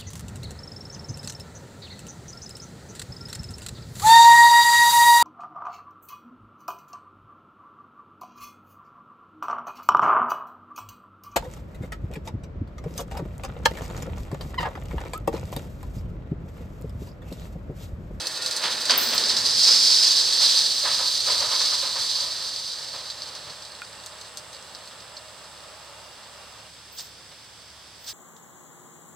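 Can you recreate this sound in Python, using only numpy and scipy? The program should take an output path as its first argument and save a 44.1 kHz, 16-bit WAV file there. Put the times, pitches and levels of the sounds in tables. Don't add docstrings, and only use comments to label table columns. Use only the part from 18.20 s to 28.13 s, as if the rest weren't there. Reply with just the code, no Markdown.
import sys
import numpy as np
from scipy import signal
from scipy.fft import rfft, irfft, next_fast_len
from scipy.io import wavfile
from scipy.ndimage import uniform_filter1d

SR = 44100
rng = np.random.default_rng(int(sys.argv[2]) if len(sys.argv) > 2 else 0)


def wav_out(sig):
    wavfile.write(sys.argv[1], SR, np.round(np.clip(np.atleast_2d(sig).T, -1, 1) * 32767).astype(np.int16))


N = 437913
T = np.arange(N) / SR
FREQS = np.arange(N // 2 + 1) * SR / N

# (frequency [Hz], side minus middle [dB])
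STEREO_WIDTH = [(60, -19), (250, -10.5), (600, -19.5), (1800, -20.5), (2800, -11.5), (3800, -18.5),
                (4900, -17.5), (5700, -3), (6800, -4.5), (8000, -10), (10500, -1.5), (15000, -8.5)]
# (frequency [Hz], left minus right [dB])
MIC_BALANCE = [(60, -2), (700, -3), (1400, -0.9), (3000, 0.5), (3350, -5.5), (4800, -2), (5350, -5),
               (6050, 5), (6850, -2), (7400, 4), (8600, -2), (9500, -7), (11000, -2.5), (15000, 1)]
# (frequency [Hz], phase lead [radians])
MIC_LEAD = [(2000, 0), (3100, -.3), (4250, .35), (5100, 0), (5600, .9), (6400, -.3), (8200, -.4),
            (9000, -1), (10100, .5), (12000, .3), (13000, 2), (15000, 2.2)]
# (frequency [Hz], relative level [dB])
HISS_TONE = [(120, -1), (200, -2), (300, -4), (450, -2), (600, 0), (1200, 0), (1800, -1.5), (2300, -3),
             (3000, -2), (3550, 2), (4100, -3), (4800, 5), (5700, -4), (6850, -10.5), (7950, -17),
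             (9500, -14), (11000, -19.5), (15500, -21.5)]
# (time [s], level [dB])
SIZZLE_LEVELS = [(0, -63), (5.9, -52), (9.93, -59.5)]
HUM_LEVELS = [-77, -66, -68, -74, -74.5, -75.5]
# (middle time [s], level [dB], half length [s])
CLOTH_BRUSHES = [(8.797, -34.5, .02), (8.85, -49, 0.036), (9.845, -46, 0.0033), (9.894, -34, 0.025)]
# (frequency [Hz], relative level [dB])
CLOTH_TONE = [(300, -30), (1000, -10), (2500, -13), (3500, -2), (5000, 4), (6800, -5), (8000, -1),
              (10000, -20), (15000, -32)]
# (frequency [Hz], relative level [dB], decay [s])
METAL_NOTES = [(13300, -5, .08), (14430, 0, 0.11), (14460, -3, .08), (14760, -5, .04), (15276, -4, .09)]
# (time [s], level [dB], decay [s])
METAL_TOUCHES = [(.605, -39, 0.026), (.773, -17, .05), (.8, -29, 0.48), (.945, -31, .03), (8.72, -53, .4),
                 (9.875, -48, .3)]
# (frequency [Hz], relative level [dB], decay [s])
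HITCH_NOTES = [(1430, 9, 0.05), (1570, 0, .04), (1780, -2, .03), (2100, -2, .025), (2439, 4, .045),
               (3666, -14, .03)]
# (frequency [Hz], relative level [dB])
BLOCK_TONE = [(140, -48), (230, -11), (260, -16), (332, -14), (439, -5.5), (502, -2.5), (709, -8),
              (896, -3.5), (1270, -4.5), (1380, -6.5), (1830, -1.5), (2040, -8.5), (2420, -8.5),
              (3300, -5.5), (4290, -1.5), (7260, -120)]
# (frequency [Hz], width [Hz], relative level [dB])
PIPE_PEAKS = [(563, 69, -4), (621, 17, 0), (885, 350, -6.5), (1230, 290, -7), (2800, 39, -5)]
# (starting frequency [Hz], relative level [dB])
WHINE_NOTES = [(288, -63), (337, -58.5), (511, -53.5), (630, -52), (1421, -50.5), (1830, -53),
               (2589, -53.5)]
# (frequency [Hz], relative level [dB])
RUMBLE_TONE = [(20, -36), (45, -22), (70, -7), (120, 2), (170, 4), (210, -7.5), (260, -1.5), (350, -3.5),
               (600, 2), (1500, -55)]
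# (middle time [s], level [dB], half length [s])
WHEEL_THUMPS = [(.5, -57, 0.045), (.94, -50, 0.043), (1.18, -51, .11), (1.38, -48, .04), (2.23, -54, .05),
                (2.77, -52.5, .09), (3.15, -54.5, .17), (3.8, -58, 0.35), (4.75, -58, .05),
                (5.28, -55, .04), (6.55, -60, .04)]
# (time [s], level [dB], rise [s], decay [s]). The quick rows are jolts over ruts; # the row
# at 3.9 s is a soft, slow swell of mid-range sound that lingers as the tractor draws away.
CART_CLATTER = [(.424, -26.5, 0.015, .5), (0.695, -22, .001, 0.78), (.91, -31.5, .025, 0.35),
                (1.08, -39.5, 0.025, 1.5), (1.455, -31.5, 0.028, 0.3), (2.19, -32.5, .035, 0.2),
                (2.628, -32, 0.036, 0.49), (2.785, -36.5, 0.021, 0.29), (3.049, -32.5, 0.043, 0.58),
                (3.2, -37, 0.026, 0.5), (3.305, -37.5, 0.018, 0.44), (3.4, -39.5, .015, 0.55),
                (3.51, -41, 0.022, 0.29), (3.62, -38.5, 0.014, 0.6), (3.751, -38, 0.0085, 0.37),
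                (3.9, -46.5, 0.12, 1.9), (4.73, -43, 0.018, .33), (5.265, -47.5, .01, .4),
                (6.7, -50, 0.014, .25), (9.11, -48, .009, .1)]
# (frequency [Hz], relative level [dB])
BOX_TONE = [(90, -29), (200, -23), (300, -20), (430, -8), (620, 0), (740, -1), (1050, -2), (1450, 2.5),
            (1900, 1), (2500, 0), (3500, 5), (6000, -13), (12000, -50)]
# (frequency [Hz], width [Hz], relative level [dB])
PANEL_PEAKS = [(565, 76, -1), (996, 95, 2), (1236, 110, -1), (1700, 140, -4), (2200, 50, -11)]
# (frequency [Hz], width [Hz], relative level [dB])
AXLE_PEAKS = [(241, 14, 7), (394, 80, -1)]
# (frequency [Hz], relative level [dB])
STALK_TONE = [(1350, -24), (2300, -23), (2790, -19.5), (4320, 1), (4790, 2.5), (5030, 1.5), (5710, -14.5),
              (6240, -6), (6810, -21), (7380, -14.5), (9010, -17.5), (10200, -29.5), (11800, -28.5),
              (13100, -31), (15500, -33)]
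# (time [s], base level [dB], splinter gain [dB], treble gain [dB]); # the row at 0.6955 s
STALK_SNAPS = [(0.0699, -13.5, -13, 7.5), (.222, -20.5, -10, 6), (.261, -14, -10, 4.5), (.3105, -17, -8, 3),
               (.365, -21.5, -6.5, 10.5), (.654, -16, -8, 5), (.6955, -15.5, -7, -3), (.707, -12, -3.5, -2),
               (.888, -14.5, -7.5, -8), (.9796, -3, -17, -2), (1.038, -12, -10, -9),
               (1.166, -10.5, -6.5, -2), (4.361, -22, -10, -10), (4.9, -26, -2, -4),
               (5.0201, -20, -20, -7.5), (5.151, -24.5, -8, 0), (5.3, -31, -5, -4), (5.45, -31, -8, 0),
               (5.861, -26, -15, 12.5), (6.012, -31.5, -9, 8), (6.172, -28, -9, 12.5), (6.33, -34, -10, 7),
               (6.549, -27, -10.5, -2), (6.675, -35, -8, 6), (6.967, -31.5, -4, -5)]
# (middle time [s], level [dB], half length [s])
THICK_PATCHES = [(.52, -35, 0.022), (1.1, -26, 0.021), (1.27, -36, 0.033), (1.48, -21, 0.1),
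                 (1.78, -20.5, 0.24), (2.28, -22, 0.12), (3.45, -32, 0.11), (3.96, -32.5, 0.066),
                 (4.5, -45, 0.033)]

SPEED_M_S, NEAREST_M = 4.25, 5.86
TRACTOR_PASSES_S, CART_PASSES_S = 0.99, 1.15
TURN_MIDDLE_S, TURN_LENGTH_S = 2.3, 0.42


def undb(db):
    return 10 ** (np.asarray(db) / 20)


def gains(points):
    hz, db = np.transpose(points)
    return undb(np.interp(np.log(FREQS + 1), np.log(hz), db))


def resonances(peaks):
    return np.sqrt(sum(undb(db) ** 2 / (1 + ((FREQS ** 2 - hz ** 2) / ((FREQS + 1) * width)) ** 2)
                       for hz, width, db in peaks))


def filtered(x, response):
    size = next_fast_len(N, True)
    bin_hz = np.arange(size // 2 + 1) * SR / size
    return irfft(rfft(x, size) * np.interp(bin_hz, FREQS, response), size)[..., :N]


def voiced(pair, tone, diffuse_db=0):
    tone = tone / np.sqrt(np.mean(tone ** 2))
    width = np.minimum(gains(STEREO_WIDTH) * undb(diffuse_db), 1)
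    mid, side = filtered(pair[0], tone), filtered(pair[1], tone * width)
    return np.array([mid + side, mid - side])


def noise():
    return rng.standard_normal((2, N))


def wander(rate):
    hold = int(SR / rate)
    steps = np.repeat(rng.standard_normal(N // hold + 1), hold)
    return 1.31 * uniform_filter1d(uniform_filter1d(steps, hold), hold)[:N]


def grains(rate, scatter_db):
    size = undb(scatter_db * np.clip(noise(), -2, 2)) * rng.choice([-1, 1], (2, N))
    clicks = size * (rng.random((2, N)) < rate / SR)
    return clicks / clicks.std()


def burst(start, rise, decay):
    out = np.zeros(N)
    span = slice(int(start * SR), int((start + rise + decay) * SR))
    age = np.maximum(T[span] - start, 0)
    out[span] = np.minimum(age / rise, 1) * np.exp(-np.log(1000) * np.maximum(age - rise, 0) / decay)
    return out


def swells(table):
    return sum(undb(db) * np.exp(-((T - s) / half) ** 2) for s, db, half in table)


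def ramp(middle, length):
    return np.clip(.5 + (T - middle) / length, 0, 1)


def ring(notes):
    t = T[:SR // 2]
    return sum(undb(db) * np.cos(2 * np.pi * hz * t) * np.exp(-np.log(1000) * t / decay)
               for hz, db, decay in notes)


def passing(nearest_s, loss_db_m=0):
    metres = np.hypot(NEAREST_M, SPEED_M_S * (T - nearest_s))
    return NEAREST_M / metres * undb(-loss_db_m * (metres - NEAREST_M))


def facing(side_db, rear_db):
    return undb(side_db + (rear_db - side_db) * ramp(TURN_MIDDLE_S, TURN_LENGTH_S))


def background_hiss(hiss_db=-49):
    hiss = undb(hiss_db) * voiced(noise(), gains(HISS_TONE), diffuse_db=9)
    sizzle = noise() * undb(np.interp(T, *np.transpose(SIZZLE_LEVELS)))
    return hiss + voiced(sizzle, resonances([(7970, 1500, 0)]) ** 2, diffuse_db=-17)


def harvester(shaft_hz=35.4):
    angle = 2 * np.pi * np.cumsum(shaft_hz * (1 + .002 * wander(2.59))) / SR
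    return np.sqrt(2) * sum(undb(db + wander(5)) * np.sin(k * angle + rng.uniform(0, 2 * np.pi))
                            for k, db in enumerate(HUM_LEVELS, 1))


def cloth():
    return voiced(grains(9000, 1.7) * swells(CLOTH_BRUSHES), gains(CLOTH_TONE))


def metal_part(rise_s=0.004, rasp_db=-3, shaken_db=-17, shaken_half_s=0.06):
    push = sum(undb(db) * burst(s, rise_s, decay) for s, db, decay in METAL_TOUCHES)
    push += swells([(s, db + shaken_db, shaken_half_s) for s, db, _ in CLOTH_BRUSHES])
    ping = ring(METAL_NOTES)
    ping /= np.linalg.norm(ping)
    tinkle = signal.fftconvolve(grains(6000, 1) * push, ping[None], axes=1)[:, :N]
    rasp = voiced(grains(5000, 2) * push * undb(rasp_db), resonances([(14700, 800, 0)]) ** 2)
    return tinkle + rasp


def hitch(knock_s=5.619, tap_db=-38):
    tap = np.zeros(N)
    tap[int(knock_s * SR)] = undb(tap_db)
    return signal.fftconvolve(tap, ring(HITCH_NOTES))[:N]


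def exhaust_boom(centre_hz=112, level_db=-69):
    return voiced(noise() * undb(level_db), resonances([(centre_hz, 45, 0)]) ** 2, diffuse_db=-4)


def whine(fade_s=1.4, sag_per_s=.012):
    clock = np.cumsum(1 + 0.00496 * wander(25.7) - sag_per_s * np.minimum(T, 2)) / SR
    notes = sum(undb(db - 1.5 + 2 * wander(10.8) + 3.7 * wander(69.8)) * np.sin(2 * np.pi * hz * clock)
                for hz, db in WHINE_NOTES)
    return np.sqrt(2) * notes * np.exp(-(T / fade_s) ** 2)


def diesel(firing_hz=102, knock_depth=0.11, block_db=-36, exhaust_db=-51, clear_s=3.2, ease_s=8.49):
    eased = ramp(ease_s, 0.046)
    hidden = 1 - ramp(clear_s, 0.8)
    firing = 1 + knock_depth * np.cos(2 * np.pi * np.cumsum(firing_hz * (1 + 0.034 * wander(6.9))) / SR)
    block = undb(block_db - 3.5 * eased + 1.3 * wander(12)) * passing(TRACTOR_PASSES_S, loss_db_m=0.2)
    exhaust = undb(exhaust_db - 10 * hidden - 20 * eased + wander(8.3))
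    roar = voiced(noise() * firing * block, gains(BLOCK_TONE))
    drone = voiced(noise() * firing * exhaust, resonances(PIPE_PEAKS), diffuse_db=10.5)
    return roar + drone


def tyres(level_db=-53, uneven_db=1.4, tread_hz=12, tread_depth=0.15):
    load = undb(level_db + uneven_db * wander(7)) * passing(CART_PASSES_S)
    tread = 1 + tread_depth * np.sin(2 * np.pi * np.cumsum(tread_hz * (1 + 0.1012 * wander(1.9))) / SR)
    rumble = voiced(noise() * tread * load, gains(RUMBLE_TONE))
    boom_tone = resonances([(73.6, 49, -1), (123, 93, -0.5)]) ** 2
    return rumble + voiced(noise() * swells(WHEEL_THUMPS), boom_tone)


def stalk_tone():
    return gains(STALK_TONE) * FREQS / np.hypot(FREQS, 900)


def cart(clicks_per_s=3000, scatter_db=2, axle_decay_s=2.0, crunch_db=-0.5):
    shake = sum(undb(db) * burst(s, rise, decay) for s, db, rise, decay in CART_CLATTER)
    thud = sum(undb(db) * burst(s, rise, axle_decay_s) for s, db, rise, _ in CART_CLATTER)
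    thud *= facing(side_db=-20, rear_db=-27.5) * passing(CART_PASSES_S)
    flex = shake * facing(side_db=-9.5, rear_db=1)
    parts = [(shake, gains(BOX_TONE)),
             (shake * undb(crunch_db), stalk_tone()),
             (thud, resonances(AXLE_PEAKS))]
    parts += [(flex * undb(db - 5.5 + 1.8 * wander(10)), resonances([(hz, width, 0)]))
              for hz, width, db in PANEL_PEAKS]
    return sum(voiced(grains(clicks_per_s, scatter_db) * drive, tone) for drive, tone in parts)


def ring_stalks(cracks, treble, split_hz=6300, wheel_passes_s=1.56, shift=0.059):
    upper = 1 / (1 + (split_hz / (FREQS + 1)) ** 12)
    cracks = filtered(cracks, 1 - upper)
    tone = stalk_tone()
    lowered, raised = (np.interp(FREQS / (1 + step), FREQS, tone) for step in (-shift, shift))
    pitch_ratio = (4467 + 248 * np.exp(-((T - wheel_passes_s) / 0.46) ** 2)) / 4550
    blend = np.clip(.5 + (pitch_ratio - 1) / (2 * shift), 0, 1)
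    ringing = voiced(cracks * (1 - blend), lowered) + voiced(cracks * blend, raised)
    return ringing + voiced(filtered(treble, upper), tone)


def thin_stalks(spurts_per_s=40, scatter_db=1.8, level_db=-35, treble_db=3, spurt_s=0.0058):
    breaks = np.abs(grains(spurts_per_s, scatter_db)[0])
    spurts = signal.lfilter([1], [1, -np.exp(-1 / (spurt_s * SR))], breaks)
    reach = undb(level_db) * passing(CART_PASSES_S, loss_db_m=0.5) * ramp(TURN_MIDDLE_S, TURN_LENGTH_S)
    cracks = grains(15000, 1) * spurts / spurts.std() * reach
    return ring_stalks(cracks, cracks * undb(treble_db))


def snapping_stalks(crack_db=-4, crack_decay_s=0.003, splinter_decay_s=0.092):
    level, treble, clicks = 0, 0, grains(15000, 1)
    for s, db, splinter_db, treble_db in STALK_SNAPS:
        crack = undb(db + crack_db) * burst(s, 0.00078, crack_decay_s)
        splinters = undb(db + splinter_db) * burst(s, 0.0017, splinter_decay_s)
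        level += crack + splinters
        treble += (crack + splinters) * undb(treble_db)
    return ring_stalks(clicks * level, clicks * treble)


def crushed_stubble(fibres_per_s=7000, level_db=-23.5, rise_db_s=8, full_s=1.32, until_s=2.73):
    ahead_s, gone_s = np.maximum(full_s - T, 0), np.maximum(T - until_s, 0)
    force = undb(level_db - rise_db_s * ahead_s) * np.exp(-(gone_s / 1.66) ** 2)
    early, thick = ahead_s / full_s, swells(THICK_PATCHES)
    fibres = grains(fibres_per_s, 0.3) * undb((1.13 + 1.3 * early) * wander(70))
    treble = force * undb(0.84 + 5 * early) + thick * undb(-4)
    return ring_stalks(fibres * (force + thick), fibres * treble)


def scene():
    stalks = crushed_stubble() + snapping_stalks() + thin_stalks()
    vehicles = cart() + tyres() + diesel() + whine() + exhaust_boom() + hitch()
    return stalks + vehicles + metal_part() + cloth() + harvester() + background_hiss()


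def record(dry, bass_hz=52, top_hz=15850):
    lead = np.interp(FREQS, *np.transpose(MIC_LEAD))
    tilt = np.sqrt(gains(MIC_BALANCE)) * np.exp(.5j * lead)
    heard = np.array([filtered(dry[0], tilt), filtered(dry[1], 1 / tilt)])
    heard = signal.sosfilt(signal.butter(2, bass_hz, "high", fs=SR, output="sos"), heard)
    return signal.sosfilt(signal.ellip(10, .1, 80, top_hz, fs=SR, output="sos"), heard)


dry = scene()
out = record(dry)
wav_out(out)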